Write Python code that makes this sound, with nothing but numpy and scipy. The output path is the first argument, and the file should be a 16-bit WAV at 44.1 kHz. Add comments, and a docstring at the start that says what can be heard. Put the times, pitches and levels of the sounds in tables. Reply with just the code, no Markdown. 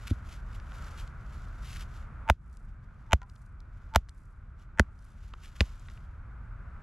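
"""A hand hammer splits a grey rock, swung by a collector kneeling in an open clay pit.
Each blow is a dry crack, as steel makes the stone ring briefly, and a thud of the ground beneath.
Chips and crumbs fall, gloves and sleeves brush the rock, and the rock scrapes over grit.
Far traffic rumbles and hisses behind; it sinks at every blow and creeps back."""
import sys
import numpy as np
from scipy import signal
from scipy.fft import rfft, irfft
from scipy.io import wavfile

SR = 44100
rng = np.random.default_rng(int(sys.argv[2]) if len(sys.argv) > 2 else 0)


def log_audio(samples):
    """Write samples as a 16-bit WAV file to the path given in sys.argv[1]."""
    # one column per channel
    frames = np.atleast_2d(samples).T
    # limit to full scale, then quantise
    limited = np.clip(frames, -1, 1)
    pcm = np.round(limited * 32767).astype(np.int16)
    wavfile.write(sys.argv[1], SR, pcm)


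N = 300762
TIME = np.arange(N) / SR

# Hammer blows: start_s, thud_db, traffic_sink_db, hiss_drop_db, lead_in_db,
# seven ring_db values (one for each pitch of colour_hz in cracks), grit_db
BLOWS = [(2.2990, -16.5, 10.2, 12, 1, -19, -6, -7.5, -16.5, -38.5, -19.5, -21.5, -39),
         (3.1315, -14.5, 10.45, 4.5, 0, -19, -8.5, -13, -6.5, -29, -14, -28.5, -39.5),
         (3.9593, -17, 11.4, 3.5, -0.5, -19, -6.5, -8, -17, -9, -17, -17.5, -38),
         (4.7959, -15.5, 10.56, -3.5, -7, -9.5, -14, -2, -16.5, -20.5, -15.5, -27, -41),
         (5.6066, -16, 7.1, -2, -24.5, -16, -26, -18.5, -10, -8.5, -42, -55, -35)]


def from_db(db):
    """Turn decibels into a gain to multiply by."""
    return 10 ** (np.asarray(db) / 20)


def rms_one(x):
    """Scale a sound so that its average power is 1."""
    return x / np.sqrt(np.mean(x ** 2) + 1e-20)


def at_hz(points, hz):
    """Read between rows of (pitch_hz, value), with octaves evenly spaced."""
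    pitch, value = np.transpose(points)
    return np.interp(np.log(hz), np.log(pitch), value)


def add(track, start_s, sound):
    """Mix a short sound into a track."""
    start = max(round(start_s * SR), 0)
    track[..., start:start + sound.shape[-1]] += sound[..., :N - start]


def lean(hz):
    """Left and right gains of a near sound at this pitch."""
    # How much louder the left side is: pitch_hz, left_minus_right_db
    balance = [(200, 0), (750, -2.3), (1500, 0), (3000, .6), (6000, 2), (12000, 4.8)]
    return from_db(np.array([[.5], [-.5]]) * at_hz(balance, hz))


def noise(spectrum, grain_db=0, near=False):
    """Noise shaped by rows of (pitch_hz, level_db); grains of uneven size make it crackle."""
    hz = np.maximum(np.fft.rfftfreq(N, 1 / SR), 1)
    grains = rng.standard_normal(N) * from_db(grain_db * np.clip(rng.standard_normal(N), -3, 3))
    fade_ends = 1 / (1 + (spectrum[0][0] / hz) ** 4) / (1 + (hz / spectrum[-1][0]) ** 12)
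    colour = from_db(at_hz(spectrum, hz)) * fade_ends * (lean(hz) if near else 1)
    return rms_one(irfft(rfft(grains) * colour, N))


def ring(t, hz, ring_s):
    """One tone of a struck object: it starts within a cycle and fades by 60 dB in ring_s."""
    onset = 1 - np.exp(-2 * np.pi * hz * t)
    return onset * np.sin(2 * np.pi * hz * t) * np.exp(-np.log(1000) * t / ring_s)


def swell(middle_s, half_s):
    """A smooth rise and fall of height 1."""
    return np.exp(-.5 * ((TIME - middle_s) / half_s) ** 2)


def strokes(rows):
    """The pressure of a hand: every stroke swells and fades."""
    return sum(from_db(db) * swell(middle_s, half_s) for middle_s, half_s, db in rows)


def clumps(depth_db, per_s):
    """Sticking and slipping: a gain that jumps up and down many times a second."""
    steps = np.clip(rng.standard_normal(N // 16), -2, 2)
    return rms_one(from_db(depth_db * np.interp(TIME * per_s, np.arange(len(steps)), steps)))


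def sinking(sink_s=.033, recover_db_per_s=4.5, drop_s=.12):
    """How far the background dips after each blow: a slowly recovering part and a brief part."""
    slow_db, brief_db = np.zeros(N), np.zeros(N)
    for start_s, _, sink_db, drop_db, *_ in BLOWS:
        age = np.maximum(TIME - start_s, 0)
        onset = np.minimum(age / sink_s, 1)
        slow_db = np.maximum(slow_db, onset * (sink_db - recover_db_per_s * age))
        brief_db += onset * drop_db * np.exp(-(age / drop_s) ** 4)
    return slow_db, brief_db


def traffic(rumble_db=-40.5, tyre_db=-56.5, rumble_side_db=-22, tyre_side_db=-10):
    """Far engines rumble; tyres hiss a little wider and swell once. Both sink after each blow."""
    # Engine rumble: pitch_hz, level_db
    rumble_colour = [(12, -33), (20, -5.5), (38, 1), (60, -2), (125, -11), (166, -19.5), (208, -21),
                     (271, -30.5), (400, -36.5), (520, -54.5), (880, -120)]
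    # Tyre hiss: pitch_hz, level_db
    tyre_colour = [(250, -10), (400, -10), (600, -7), (800, -8.5), (1050, -4.5), (1300, 0), (1480, 0),
                   (1750, -10.5), (2300, -15), (3000, -27.5), (5000, -37), (12000, -42.5)]
    sides = np.array([[1], [-1]])
    rumble = noise(rumble_colour) + sides * from_db(rumble_side_db) * noise(rumble_colour)
    tyres = noise(tyre_colour) + sides * from_db(tyre_side_db) * noise(tyre_colour)
    sunk_db, drop_db = sinking()
    swell_db = 4 * swell(middle_s=.833, half_s=.15)
    rumble_gain = from_db(rumble_db - .7 * sunk_db)   # the rumble sinks less than the hiss
    tyre_gain = from_db(tyre_db + swell_db - sunk_db - drop_db)
    return rumble_gain * rumble + tyre_gain * tyres


def cloth(rest_db=-90.5):
    """Gloves and sleeves brush softly over the rock and never lie quite still."""
    # Brushing strokes: middle_s, half_length_s, level_db
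    brushes = [(0.03, 0.094, -62), (0.32, 0.043, -58.5), (0.53, 0.052, -68.5), (0.82, 0.098, -61),
               (1.0, 0.051, -62.5), (1.38, .11, -66), (1.72, 0.074, -56), (1.97, 0.048, -64.5),
               (2.69, 0.011, -82), (2.84, 0.012, -81.5), (3.04, 0.087, -84), (3.85, 0.1, -80.5),
               (4.615, 0.021, -72), (5.08, 0.073, -78), (5.26, 0.048, -71.5), (5.45, 0.045, -65),
               (5.63, 0.064, -63), (5.86, 0.12, -70)]
    # Cloth rustle: pitch_hz, level_db
    colour = [(1200, -13.5), (2000, -1), (3000, -1), (4200, -4.5), (5500, -5.5), (7500, -7), (8700, -18),
              (10200, -11.5), (12400, -15), (15000, -30.5)]
    rustle = noise(colour, grain_db=7, near=True) * clumps(depth_db=2.2, per_s=110)
    return (from_db(rest_db) + strokes(brushes)) * rustle


def scrapes():
    """Stone dragged over grit rasps in short, catching strokes."""
    # Drags of the rock: middle_s, half_length_s, level_db
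    drags = [(0.078, 0.0061, -46), (0.105, 0.0075, -48.5), (0.532, 0.003, -57), (0.555, 0.008, -56),
             (0.753, 0.0079, -59.5), (0.87, 0.027, -63), (0.997, 0.014, -52), (1.676, 0.036, -56.5),
             (1.732, 0.0075, -52), (1.763, 0.0078, -48), (1.813, 0.014, -49.5), (5.45, 0.015, -56.5),
             (5.565, 0.007, -56.5)]
    # Rasp of stone: pitch_hz, level_db
    colour = [(940, -7), (1600, 1), (3260, -1), (4030, -4.5), (7840, -11), (8720, -16), (10500, -12),
              (12800, -17), (16000, -38)]
    rasp = noise(colour, grain_db=9, near=True) * clumps(depth_db=2.6, per_s=400)
    return strokes(drags) * rasp


def crumbs(level_db=-78.5, flight_s=.26, spread_s=.091, low_hz=4500, high_hz=12000):
    """Fine crumbs thrown up by each blow patter down in a thin shower."""
    shower = sum(swell(start_s + flight_s, spread_s) for start_s, *_ in BLOWS)
    patter = noise([(low_hz, 0), (high_hz, -4)], grain_db=9, near=True) * clumps(depth_db=5, per_s=160)
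    return from_db(level_db) * shower * patter


def flake():
    """A thin plate of stone drops on one edge, then lies flat, ringing at each touch."""
    # Touches on the ground: start_s, level_db
    touches = [(3.218, -49), (3.2318, -54)]
    # Tones of the flake: pitch_hz, level_db, ring_s
    tones = [(800, -6.5, 0.098), (1001, 3, 0.077), (1400, 4.5, 0.042), (1848, -7, 0.063)]
    out, t = np.zeros(N), np.arange(SR // 5) / SR
    clink = sum(from_db(db) * ring(t, hz, ring_s) for hz, db, ring_s in tones)
    for start_s, db in touches:
        add(out, start_s, from_db(db) * clink)
    return out


def chips(octaves=.89, cycles=12, settle_s=.00083, dull_hz=11000, count=20):
    """Every chip has brief tones of its own and touches down on several corners."""
    # Falling chips and small stones knocking: start_s, level_db, centre_hz
    landings = [(0.5996, -41.5, 3070), (0.7194, -41.5, 2660), (1.0764, -44.5, 6860), (2.5402, -56, 8650),
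                (2.5702, -49.5, 9500), (3.2172, -49, 3850), (3.2295, -53, 3800), (3.2975, -52, 6000),
                (3.3599, -53, 6650), (3.6038, -49.5, 6200), (4.0876, -45, 3120), (4.0925, -41, 7300),
                (4.9898, -55.5, 6160), (5.337, -35, 1900), (5.796, -48, 7140), (5.8846, -42, 2100),
                (5.899, -46.5, 3580), (5.975, -47, 3860)]
    out, t = np.zeros((2, N)), np.arange(SR // 20) / SR
    for start_s, level_db, centre_hz in landings:
        pitches = np.clip(centre_hz * 2 ** (octaves * rng.uniform(-1.21, 1, count)), 600, 13000)
        touches = settle_s * rng.exponential(1, count)
        tick = sum(rng.normal() * ring(np.maximum(t - late_s, 0), hz, cycles / hz)
                   for hz, late_s in zip(pitches, touches))
        add(out, start_s, from_db(level_db) * lean(centre_hz) * tick / np.abs(tick).max())
    return signal.sosfilt(signal.butter(3, dull_hz, fs=SR, output="sos"), out + 1e-18)


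def bounce(t, start_hz, sag_s, spread_s, peak_s=.012):
    """The rock bounces on soft clay; the pitch sags as the weight comes off the ground."""
    cycles = start_hz * sag_s * (1 - np.exp(-t / sag_s))
    return -np.sin(2 * np.pi * cycles) * np.exp(-((t - peak_s) / spread_s) ** 2)


def thuds(tip_s=.11, tip_db=-17.5):
    """The ground thuds under every blow, and once with a hollow knock as the rock is tipped over."""
    # Tones of the hollow knock: pitch_hz, level_db, ring_s
    tones = [(243, -22.5, 0.054), (322, -27.5, 0.044), (613, -36, 0.015)]
    out, t = np.zeros(N), np.arange(SR // 10) / SR
    thud = bounce(t, start_hz=91, sag_s=.055, spread_s=.0165)
    for start_s, thud_db, *_ in BLOWS:
        add(out, start_s, from_db(thud_db) * thud)
    knock = sum((-1) ** k * from_db(db) * ring(t, hz, ring_s) for k, (hz, db, ring_s) in enumerate(tones))
    add(out, tip_s, knock + from_db(tip_db) * bounce(t, start_hz=105, sag_s=.05, spread_s=.011))
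    return out


def grit(hold_s=.004, crush_s=.026, crush_db=3, scatter_s=.16, scatter_db=-19):
    """Stone crushes under the hammer, then dust sprays and the clay banks scatter the sound."""
    # Crumbling stone: pitch_hz, level_db
    colour = [(300, 2.5), (700, 5), (1500, -2.5), (3000, -5), (4300, -10), (7000, -11), (9000, -21),
              (12000, -21), (15000, -25)]
    level, t = np.zeros(N), np.arange(SR // 4) / SR
    after = np.maximum(t - hold_s, 0)
    fade = from_db(crush_db - 60 * after / crush_s) + from_db(scatter_db - 60 * after / scatter_s)
    for start_s, *_, grit_db in BLOWS:
        add(level, start_s, from_db(grit_db) * fade)
    return level * noise(colour, grain_db=4, near=True)


def lead_in(crack, gap_s=.0104, late_tick_db=-17, early_tick_db=-30):
    """Two faint, duller ticks and a short hollow swell run just ahead of each crack."""
    # Narrow bands that swell: pitch_hz, width_hz, level_db
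    bands = [(680, 90, -4), (895, 37, 4), (7900, 53, -0.5)]
    start_s, _, _, _, lead_in_db, *_ = np.transpose(BLOWS)
    source = crack * from_db(np.interp(TIME, start_s, lead_in_db)) + 1e-18
    tick = signal.sosfilt(signal.butter(1, [700, 5000], "band", fs=SR, output="sos"), source)
    gap = round(gap_s * SR)
    out = from_db(late_tick_db) * np.roll(tick, -gap, axis=1)
    out += from_db(early_tick_db) * np.roll(tick, -2 * gap, axis=1)
    for hz, width_hz, level_db in bands:
        band = signal.iirpeak(hz, hz / width_hz, fs=SR)
        # filtering backwards in time makes the band grow towards the crack
        out += from_db(level_db) * signal.lfilter(*band, source[:, ::-1])[:, ::-1]
    return out


def cracks(stagger_s=.0003, detune=.015):
    """Each hammer blow rings the rock briefly; where it lands sets which tones are strong."""
    # Tones of rock and hammer head, damped by clay and hand: pitch_hz, level_db, ring_s
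    tones = [(203, -3, 0.051), (292, -1, 0.015), (396, -5, 0.026), (542, -0.5, .017), (658.5, 1, 0.014),
             (904.6, 0.5, 0.0097), (1420, 0.5, 0.0098), (1750, 1, 0.0078), (2010, -2, 0.0097),
             (2452, -2.5, .007), (2920, 2, 0.0047), (3440, -4.5, 0.0066), (4730, -2, 0.0031),
             (5400, -6.5, 0.0053), (6040, -8, 0.0062), (6920, -1, 0.0048), (7830, -9.5, 0.0031),
             (10340, -5, 0.0053), (11670, -7.5, 0.0072), (12300, -2.5, 0.0036)]
    # Pitches at which a blow's ring_db values apply: pitch_hz
    colour_hz = [400, 800, 1550, 2900, 4300, 7000, 12000]
    out, t = np.zeros((2, N)), np.arange(SR // 10) / SR
    for start_s, _, _, _, _, *ring_db, _ in BLOWS:
        for k, (hz, level_db, ring_s) in enumerate(tones):
            strength = from_db(level_db + np.interp(np.log(hz), np.log(colour_hz), ring_db))
            # the hammer bites in stages, so the short high tones start unevenly
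            late_s = stagger_s * abs(rng.normal()) * (hz > 2000)
            pitch_hz = hz * (1 + detune * rng.normal())
            add(out, start_s + late_s, (-1) ** k * strength * lean(hz) * ring(t, pitch_hz, ring_s))
    return out


def scene():
    """Blows and handling close by, traffic far off, no walls."""
    # The near sounds reach left and right a little out of step: pitch_hz, left_ahead_radians
    side_lead = [(150, 0), (750, -0.22), (1500, .3), (4000, -0.69), (12000, -0.91)]
    crack = cracks()
    near = crack + lead_in(crack) + grit() + thuds() + chips() + flake() + crumbs() + cloth() + scrapes()
    hz = np.maximum(np.fft.rfftfreq(N, 1 / SR), 1)
    side_shift = np.exp(np.array([[.5j], [-.5j]]) * at_hz(side_lead, hz))
    return irfft(rfft(near) * side_shift, N) + traffic()


def record(dry):
    """The tallest peaks are flattened, the highest treble droops and the very top is cut."""
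    ceiling, droop_hz, cutoff_hz = .53, 14000, 17400
    limited = dry / (1 + (dry / ceiling) ** 6) ** (1 / 6)
    drooped = signal.sosfilt(signal.butter(2, droop_hz, fs=SR, output="sos"), limited)
    return signal.sosfilt(signal.cheby2(12, 70, cutoff_hz, fs=SR, output="sos"), drooped)


dry = scene()
out = record(dry)
log_audio(out)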